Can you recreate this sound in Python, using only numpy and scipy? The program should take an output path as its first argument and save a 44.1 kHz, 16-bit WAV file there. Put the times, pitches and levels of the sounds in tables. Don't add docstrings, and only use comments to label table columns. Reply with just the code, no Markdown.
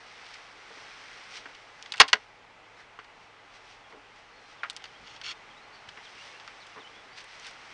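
import sys
import numpy as np
from scipy import signal
from scipy.fft import rfft, irfft, next_fast_len
from scipy.io import wavfile
from scipy.ndimage import uniform_filter1d, minimum_filter1d, map_coordinates

SR = 44100
rng = np.random.default_rng(int(sys.argv[2]) if len(sys.argv) > 2 else 0)


def bounce(signal):
    frames = np.transpose(np.atleast_2d(signal))
    limited = np.clip(frames, -1, 1)
    pcm = np.round(limited * 32767).astype(np.int16)
    wavfile.write(sys.argv[1], SR, pcm)


def to_linear_factor(level_db):
    exponent = np.asarray(level_db, float) / 20
    return 10 ** exponent


N = 340893
CLOCK = np.arange(N) / SR


def unit(x):
    return x / np.sqrt(np.mean(x ** 2) + 1e-20)


def along(points, hz):
    f, v = np.transpose(points)
    return np.interp(np.log(hz + 1), np.log(f + 1), v)


def curves(rows):
    s, *columns = np.transpose(sorted(map(tuple, rows)))
    return [np.interp(CLOCK, s, column) for column in columns]


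def filtered(x, response):
    m = next_fast_len(N + SR // 2)
    return irfft(rfft(x, m) * response(np.fft.rfftfreq(m, 1 / SR)), m)[:N]


def body(peaks):
    return lambda f: sum(to_linear_factor(db) * 1j * f * w / (c * c - f * f + 1j * f * w) for c, w, db in peaks)


def steep(hz, width_hz):
    return lambda f: body([(hz, width_hz, 0)])(f) ** 2


def dulled(x, hz):
    low_pass = signal.butter(4, min(hz, SR / 2.2), fs=SR, output="sos")
    return signal.sosfilt(low_pass, x)


def grit(per_s, spread_db, bed):
    sizes = to_linear_factor(spread_db * rng.random(N)) * rng.choice([-1, 1], N)
    sparks = (rng.random(N) < per_s / SR) * sizes
    return unit(unit(sparks) + bed * rng.standard_normal(N))


def air():
    # start_s, level_db
    hiss_level = [(0, -53), (.8, -52), (1.4, -52),
                  (1.7, -53), (1.9, -52.5), (2.22, -55.5), (2.74, -54), (4.42, -54), (5.4, -52), (7.73, -52)]
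    # pitch_hz, level_db per Hz
    hiss_colour = [(76, -42.5), (130, -11), (314, -9.5), (465, -4.5), (572, -6), (832, -1.5), (967, -4),
                   (1230, -3.5), (1830, -7), (2090, -6), (2520, -8.5), (4420, -17.5), (11500, -36.5),
                   (15000, -79.5), (22000, -120)]
    # pitch_hz, width_hz, level_db
    fuzzy = [(286, 10, -81.5), (460, 16, -78.5), (836, 34, -71.5), (2001, 45, -70.5)]
    # pitch_hz, level_db
    motor = [(35.2, -76.5), (105.7, -73), (846, -75.5)]
    # pitch_hz, level_db per Hz
    rumble_colour = [(10, -22), (20, -0.5), (50, -1.5), (70, -9), (130, -5), (170, -37), (400, -120)]
    z = signal.stft(rng.standard_normal(N), nperseg=512)[2]
    patches = uniform_filter1d(uniform_filter1d(rng.standard_normal(z.shape), 6, 0), 12, 1)
    noise = signal.istft(z * to_linear_factor(0.66 * unit(patches)), nperseg=512)[1][:N]
    out = to_linear_factor(curves(hiss_level)[0] - 1.92) * unit(filtered(noise, lambda f: to_linear_factor(along(hiss_colour, f))))
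    for hz, width, db in fuzzy:
        drone = filtered(rng.standard_normal(N), lambda f: np.exp(-((f - hz) / width) ** 2))
        out += to_linear_factor(db) * unit(drone)
    for hz, db in motor:
        out += to_linear_factor(db + 1.5) * np.sin(2 * np.pi * hz * CLOCK)
    rumble = filtered(rng.standard_normal(N), lambda f: to_linear_factor(along(rumble_colour, f)))
    return out + to_linear_factor(-75) * unit(rumble)


def bird():
    # start_s, length_s, middle_hz, rise_hz, level_db
    falls = [(4.58, 0.045, 3350, -900, -65), (4.865, .04, 3150, -500, -66),
             (6.032, 0.051, 3580, -1400, -59), (6.602, 0.041, 4000, -1300, -61),
             (6.795, 0.04, 3480, -1000, -59.5), (5.5, .022, 3300, -400, -62)]
    # start_s, length_s, middle_hz, rise_hz, level_db
    dips = [(3.83, .058, 3260, -79, -69), (4.41, 0.087, 4120, 1, -72), (6.167, 0.068, 2740, 200, -60),
            (6.335, 0.041, 2700, 102, -60), (6.84, 0.045, 2970, 176.5, -57.5)]
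    # start_s, length_s, middle_hz, rise_hz, level_db
    arches = [(4.33, .08, 4350, 0, -70.5), (4.93, .045, 3160, 602, -65.5), (5.345, .04, 3620, 102, -71),
              (5.566, 0.035, 3880, 199.5, -63), (5.612, 0.045, 4250, 151, -68),
              (5.72, 0.062, 4590, 30, -66), (5.73, 0.085, 4380, -45, -69), (6.935, 0.08, 3430, 57.5, -64.5),
              (7.108, .1, 4750, 123.5, -67.5)]
    out = np.zeros(N)
    for notes, bend_hz in ((falls, -60), (dips, 179), (arches, -190)):
        for s, length, mid_hz, rise_hz, db in notes:
            u = np.linspace(0, 1, round(length * SR))
            hz = mid_hz + rise_hz * (u - .5) + bend_hz * (2 * u - 1) ** 2
            hz += 360 * uniform_filter1d(rng.standard_normal(SR // 5), size=90)[:len(u)]
            waver_db = 25 * uniform_filter1d(rng.standard_normal(SR // 5), size=200)[:len(u)]
            loudness = to_linear_factor(db + 6.5 + waver_db) * np.abs(np.sin(np.pi * u)) ** 0.41
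            out[round(s * SR):][:len(u)] += loudness * np.sin(2 * np.pi * np.cumsum(hz) / SR)
    return out


def trees(x):
    # pitch_hz, fade_s
    fade = [(300, 0.3), (2000, 0.11), (9000, 0.072)]
    hz, t, z = signal.stft(rng.standard_normal(SR // 2), SR, nperseg=256)
    tail = signal.istft(z * to_linear_factor(-60 * t / along(fade, hz)[:, None]), SR, nperseg=256)[1]
    return signal.fftconvolve(np.pad(x, (300, 0)), tail / np.linalg.norm(tail))[:N]


def rustle():
    # start_s, level_db
    moving = [(0, -72), (.3, -67), (.55, -73), (1.7, -75.5), (1.82, -72.5), (2.18, -72.5), (2.4, -88.5),
              (3.4, -85), (4.3, -80.5), (4.85, -74.5), (5.7, -79), (6.05, -73), (6.7, -71), (7.1, -75.5),
              (7.73, -68.5),
              (.8, -67), (1.22, -67)]
    # peak_s, crisp_db, rise_s, dull_share_db
    swishes = [(.264, -62, .03, -3), (.344, -58.5, .03, -16), (1.372, -55.5, 0.17, 3),
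               (1.551, -59, .012, -12), (2.81, -69, 0.15, 13.5), (3.005, -79, .02, 18),
               (3.05, -75, 0.032, 16), (3.24, -75.5, .2, -2), (3.56, -67.5, 0.12, 1),
               (3.72, -68.5, 0.39, -11), (3.91, -74.5, .1, 11.5), (4.19, -74.5, .2, -2.5),
               (4.52, -70.5, 0.27, -6), (4.88, -73, .05, -1), (5.15, -70.5, 0.25, 7),
               (5.58, -75, 0.047, 11), (5.76, -73, .08, 5), (5.89, -57.5, 0.0092, 7), (6.05, -67, .08, -4),
               (6.27, -65, 0.76, 4), (6.78, -80.5, 0.043, 26), (6.96, -77, .04, -10),
               (7.185, -58.5, 0.061, 6), (7.21, -61, 0.1, -1), (7.35, -67.5, 0.34, 4),
               (7.477, -58.5, 0.21, 5.5)]
    # pitch_hz, level_db per Hz
    leaf_colour = [(880, -36.5), (1500, -9.5), (2400, 2), (5770, -2.5), (7010, -15), (9210, -15.5),
                   (10200, -33), (11500, -76), (22000, -120)]
    # pitch_hz, level_db per Hz
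    cloth_colour = [(300, -34.5), (700, -16), (1200, -1), (2200, 2.5), (3500, -32), (6000, -59)]
    cloth_db, swell_db, fade_share = 9.5, 31.5, 0.45
    shifting = to_linear_factor(curves(moving)[0])
    s, db, rise, dull_db = np.transpose(swishes)[:, :, None]
    coarse = np.arange(0, N / SR, .002)
    distance = np.maximum((s - coarse) / rise, (coarse - s) / (rise * fade_share))
    swell = to_linear_factor(db - swell_db * distance)
    leaf_swell = np.interp(CLOCK, coarse, np.linalg.norm(swell, axis=0))
    cloth_swell = np.interp(CLOCK, coarse, np.linalg.norm(swell * to_linear_factor(dull_db), axis=0))
    bright = np.hypot(shifting, leaf_swell)
    soft = np.hypot(shifting * to_linear_factor(cloth_db), cloth_swell)
    leaves = unit(filtered(grit(per_s=2500, spread_db=10.5, bed=.8), lambda f: to_linear_factor(along(leaf_colour, f))))
    cloth = unit(filtered(grit(per_s=1200, spread_db=15.0, bed=1.2), lambda f: to_linear_factor(along(cloth_colour, f))))
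    return to_linear_factor(12.5) * bright * leaves + to_linear_factor(2.5) * soft * cloth


def thumps():
    # start_s, peak_db, lower_tone_db
    box_knocks = [(0.704, -46.5, -23), (0.768, -50, -5), (1.455, -50.5, -0.5), (2.004, -24.5, -7.5),
                  (2.132, -30.5, -22), (2.987, -48, -19), (3.929, -48.5, -6), (3.942, -46.5, -8),
                  (3.968, -51, -3), (5.973, -48, -26), (6.762, -46, -15.5), (6.773, -46, -18),
                  (6.787, -48.5, -11)]
    # start_s, peak_db
    puffs = [(0.801, -64), (2.799, -65), (3.199, -63.5), (4.996, -52), (5.1, -58), (5.267, -55),
             (5.846, -54.5), (6.046, -72)]
    box_hz, upper_hz, upper_spread, box_t60 = 281, 432, .03, 0.098
    box, wind = np.zeros((2, N + SR))
    t = np.arange(SR // 4) / SR
    for s, db, low_db in box_knocks:
        hz = upper_hz * (1 + upper_spread * rng.standard_normal())
        tones = to_linear_factor(-60 * t / box_t60) * np.sin(2 * np.pi * hz * t)
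        tones += to_linear_factor(low_db - 40 * t / box_t60) * np.sin(2 * np.pi * box_hz * t)
        scuff = dulled(7.7 * rng.standard_normal(len(t)), hz=1300)
        tones += .5 * to_linear_factor(-60 * t / box_t60) * scuff
        box[round(s * SR):][:len(t)] += to_linear_factor(db) * tones * (1 - np.exp(-t / 0.0026))
    blast = (1.999, -41.5, 0.032)
    for s, db, length in [(*p, 0.059) for p in puffs] + [blast]:
        push = t / length * np.exp(-3 * t / length)
        wind[round(s * SR):][:len(t)] += to_linear_factor(db + 19.0) * push * (.06 + rng.standard_normal(len(t)))
    return filtered(box, steep(520, 1300)) + to_linear_factor(15.5) * filtered(wind, steep(85, 150))


def slide():
    # start_s, level_db
    drag_level = [(5.03, -66), (5.07, -54), (5.17, -57), (5.2, -78), (5.231, -70), (5.236, -46),
                  (5.246, -40.5), (5.3, -40.5), (5.317, -38.5), (5.321, -44), (5.33, -48), (5.336, -62)]
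    # pitch_hz, width_hz, level_db
    rim = [(1325, 270, 4), (2170, 500, -1), (2800, 400, 0.5), (3300, 350, 2.5), (4270, 300, 2),
           (5300, 350, -1.5), (6420, 400, -4), (8270, 400, -7)]
    drag = to_linear_factor(np.interp(CLOCK, *np.transpose(drag_level), left=-120, right=-120))
    drag *= to_linear_factor(1.3 * map_coordinates(rng.standard_normal(2000), [CLOCK * 220]))
    rub = filtered(grit(per_s=990, spread_db=6, bed=1.4), body(rim))
    return drag * unit(filtered(dulled(rub, hz=7200) + 0.18 * rub, steep(3200, 7000)))


def snaps():
    # start_s, peak_db, pitch_hz
    beads = [(1.457, -37, 1800), (1.8254, -32, 5300), (1.8595, -40, 3010), (1.9214, -19, 3930),
             (2.989, -31, 1260), (3.922, -39, 1000), (4.6336, -20.5, 1500), (4.6357, -26, 2300),
             (4.634, -37, 3500), (4.6473, -35, 1600), (1.9797, -33, 2700), (2.082, -34, 4300),
             (4.6405, -25, 1200), (4.647, -30, 1300), (4.699, -20, 3700), (4.7649, -25.5, 5300),
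             (4.7648, -33, 3200), (4.7065, -38, 3600), (4.7105, -38, 3500), (4.7698, -43, 2800),
             (4.8225, -43, 3200), (4.8406, -31, 3300), (5.2144, -30, 3090), (6.7605, -39, 1100),
             (6.7655, -37, 960), (6.766, -33, 950), (6.771, -39, 1050), (6.779, -40.5, 1000),
             (6.785, -38, 1150), (5.89, -34, 3070), (6.477, -35.5, 4700), (6.4772, -34, 1300),
             (5.2145, -35, 5600), (5.214, -36, 1700), (4.8407, -39, 5600), (7.398, -34, 6300)]
    cycles, fizz = 10, 0.76
    out, t = np.zeros(N + SR), np.arange(SR // 30) / SR
    for s, db, hz in beads:
        noise = dulled(np.diff(rng.standard_normal(len(t) + 1)), hz=2.2 * hz)
        flick = np.sin(2 * np.pi * hz * t) + fizz * hz / 5000 * noise
        fade = to_linear_factor(db - 60 * t * hz / cycles) * (1 - np.exp(-1.5 * t * hz))
        out[round(s * SR):][:len(t)] += fade * 2.2 * flick
    return dulled(out[:N], hz=9000)


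def blows():
    # start_s, tin_peak_db, wood_db
    rattle = [(1.9998, -2, -8), (2.0016, 6, 0.5), (2.0034, -2.5, 0), (2.005, -6, -3), (2.0068, -11, 7),
              (2.0092, -8.5, -5.5), (2.011, -7.5, -5.5), (2.0128, -3, -4), (2.0148, -3, -5),
              (2.017, -11.5, -9), (2.0183, -10.5, -0.5)]
    # start_s, tin_peak_db, wood_db
    settle = [
        (2.021, -24, 2.9),
        (2.0233, -32.5, 4.2),
        (2.027, -31.5, 2.8),
        (2.032, -32, 4.2),
    ]
    # start_s, tin_peak_db, wood_db, crack_db
    drop = [
        (2.1303, -5.5, -8.5, -29.5),
        (2.1314, -7, -10, -29),
        (2.1345, -21, 8, -26),
        (2.139, -22.5, 4, -25),
        (2.1444, -36, 3, -27),
        (2.1544, -39, 9.5, -25),
        (2.16, -45, 6, -22),
        (2.169, -48, 9, -25),
    ]
    # start_s, tin_peak_db, wood_db, crack_db
    pry = [(1.8257, -36.5, -7, -26), (1.8602, -39.5, -2.5, -29), (1.8714, -53.5, -6, -22),
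           (1.9214, -26, -13.5, -4.5), (1.938, -29.5, -12, -14), (1.941, -42, 14, -16),
           (1.9578, -39, -6.5, -9), (1.9705, -36, -12, -6), (1.979, -35.5, -12, -4.5),
           (1.9797, -37, -4, -11), (1.985, -40, -3.5, -17.5), (1.9962, -35.5, -2.5, -13.5),
           (1.998, -29.5, -3.5, -14), (2.0796, -30, -25, -8), (2.0843, -29, -13, -7), (2.088, -37, 0, -8.5),
           (2.0922, -36, -5, -12), (2.099, -37, -16, -12)]
    # start_s, tin_peak_db, wood_db, crack_db
    lift = [(4.6322, -48, 19.5, -32), (4.6372, -41, 10.5, -32), (4.6445, -50, 20, -30),
            (4.655, -55.5, 21.5, -27), (4.7, -34, -8, 1), (4.7055, -36, -10, -3), (4.768, -36.5, -7, -5),
            (4.8405, -35.5, -4, -25), (4.8527, -45, -2, -18), (4.8557, -42, -2, -18), (4.8592, -49, 0, -20),
            (5.073, -41, -11, -24), (5.1617, -39, -15, -26), (5.2167, -40, -1, -27)]
    # start_s, tin_peak_db, wood_db
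    touches = [(0.2645, -46, 1), (0.3537, -46, 0), (1.4563, -50.5, 13.5), (1.5494, -47, -3),
               (2.9905, -47.5, 9), (3.045, -53, -2.5), (3.9253, -55, 6), (4.159, -53, -12),
               (5.891, -42, -6.5), (5.9725, -53.5, 15), (5.981, -60, 3), (6.19, -60, 3), (6.3987, -45, -5),
               (6.4776, -44, 2.5), (6.763, -61, 13), (6.78, -63, 14), (7.1644, -55, -4)]
    # start_s, crack_db
    ticks = [
        (1.312, -55),
        (4.7304, -49),
        (6.668, -47.5),
        (7.2413, -43),
        (7.467, -38),
        (7.486, -50),
        (7.51, -47),
    ]
    break_crack_db, touch_crack_db, tick_tin_db, tick_wood_db = -30, -37, -3.5, -11
    break_t60, settle_t60, drop_t60, pry_t60, lift_t60, touch_t60 = 0.013, 0.052, 0.022, 0.036, 0.037, 0.071
    break_hard, pry_hard, lift_hard, touch_hard = 0.88, .45, 0.41, 0.67
    hits = [(*r, break_crack_db, break_t60, break_hard) for r in rattle]
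    hits += [(*r, break_crack_db, settle_t60, break_hard) for r in settle]
    hits += [(*r, drop_t60, break_hard) for r in drop]
    hits += [(*r, pry_t60, pry_hard) for r in pry]
    hits += [(*r, lift_t60, lift_hard) for r in lift]
    hits += [(*r, touch_crack_db, touch_t60, touch_hard) for r in touches]
    hits += [(s, db + tick_tin_db, tick_wood_db, -tick_tin_db, pry_t60, touch_hard) for s, db in ticks]
    return hits


def contacts():
    # pitch_hz, width_hz, level_db
    wood_tones = [(440, 360, -36), (1000, 360, -17), (1446, 120, 6.5), (1630, 2700, 5), (1880, 240, -0.5)]
    # pitch_hz, width_hz, level_db
    tin_tones = [(2760, 850, 3), (3500, 1200, -1), (4350, 270, 2.5), (6000, 490, -49.5)]
    # pitch_hz, width_hz, level_db
    panel = [(480, 65, -12), (930, 69, -9), (1100, 77, -5.5), (1318, 70, -3), (1620, 49, -3),
             (1980, 90, -2.5), (2130, 63, -6), (2300, 70, -6.5), (2740, 97, -2.5), (2866, 99, -2.5),
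             (3180, 70, -4), (3640, 82, -10), (4600, 130, -4), (5730, 120, -11)]
    force, t = np.zeros((3, N + SR)), np.arange(SR // 5) / SR
    for s, db, wood_db, crack_db, t60, hard in blows():
        level = to_linear_factor(db + np.array([[wood_db + 0.0], [-3], [crack_db - 3.5]]))
        fade = to_linear_factor(-60 * t / (t60 * np.array([[1.4], [.95], [.8]])))
        chatter = fade * rng.standard_normal((3, len(t)))
        chatter *= 1 + hard * 1.8 * np.exp(-t / 0.00055)
        chatter[:, 0] = hard * np.array([2.5, 5.5, 5.5])
        force[:, round(s * SR):][:, :len(t)] += level * chatter
    wood = filtered(force[0], lambda f: body(wood_tones)(f) * steep(1300, 3500)(f))
    tin = filtered(force[1], lambda f: body(tin_tones)(f) * body([(3800, 5000, 0)])(f))
    crack = filtered(force[2], steep(8000, 7000))
    ring = to_linear_factor(2) * filtered(dulled(force[0], hz=1800) + dulled(force[1], hz=7000), body(panel))
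    return ring + to_linear_factor(-1.0) * dulled(wood, hz=2820) + to_linear_factor(1.5) * dulled(tin, hz=6470) + dulled(crack, hz=9470)


def scene():
    high_pass = signal.butter(4, 380, "high", fs=SR, output="sos")
    knocks = signal.sosfilt(high_pass, contacts() + snaps())
    knocks = filtered(knocks, lambda f: (1j * f + 450) / (1j * f + 1100))
    near, far = knocks + thumps() + slide(), bird()
    echo = trees(to_linear_factor(-25.0) * knocks + to_linear_factor(-17) * far)
    return (near + far + echo + rustle() + air())[None]


def top_cut(x):
    return signal.sosfilt(signal.butter(12, 11660, fs=SR, output="sos"), x)


def record(dry):
    # pitch_hz, level_db
    mic_colour = [(20, -1), (3300, 2), (3700, 0.5), (6300, 1), (6800, 0.5), (9500, -1.5)]
    # pitch_hz, level_db
    band_limit = [(20, 0), (10000, 0), (10600, -5), (11200, -12), (11650, -21), (11900, -60), (20000, -80)]
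    # start_s, level_db
    overload = (2.0036, 12)
    held = dry[0] / (1 + np.abs(dry[0] / 1.1) ** 4) ** (1 / 4)
    held += filtered(dry[0] - held, lambda f: 1 / (1 + (f / 250) ** 4))
    heard = filtered(held, lambda f: to_linear_factor(along(mic_colour, f)))
    heard = dulled(dulled(heard, hz=10000), hz=10540)
    at = round(overload[0] * SR)
    heard[at] -= np.sign(heard[at]) * to_linear_factor(overload[1])
    heard = filtered(heard, lambda f: to_linear_factor(along(band_limit, f)))
    needed = .93 / np.maximum(np.abs(heard), .93)
    gain = uniform_filter1d(minimum_filter1d(needed, size=61), size=61)
    return top_cut((heard * gain)[None])


dry = scene()
out = record(dry)
bounce(out)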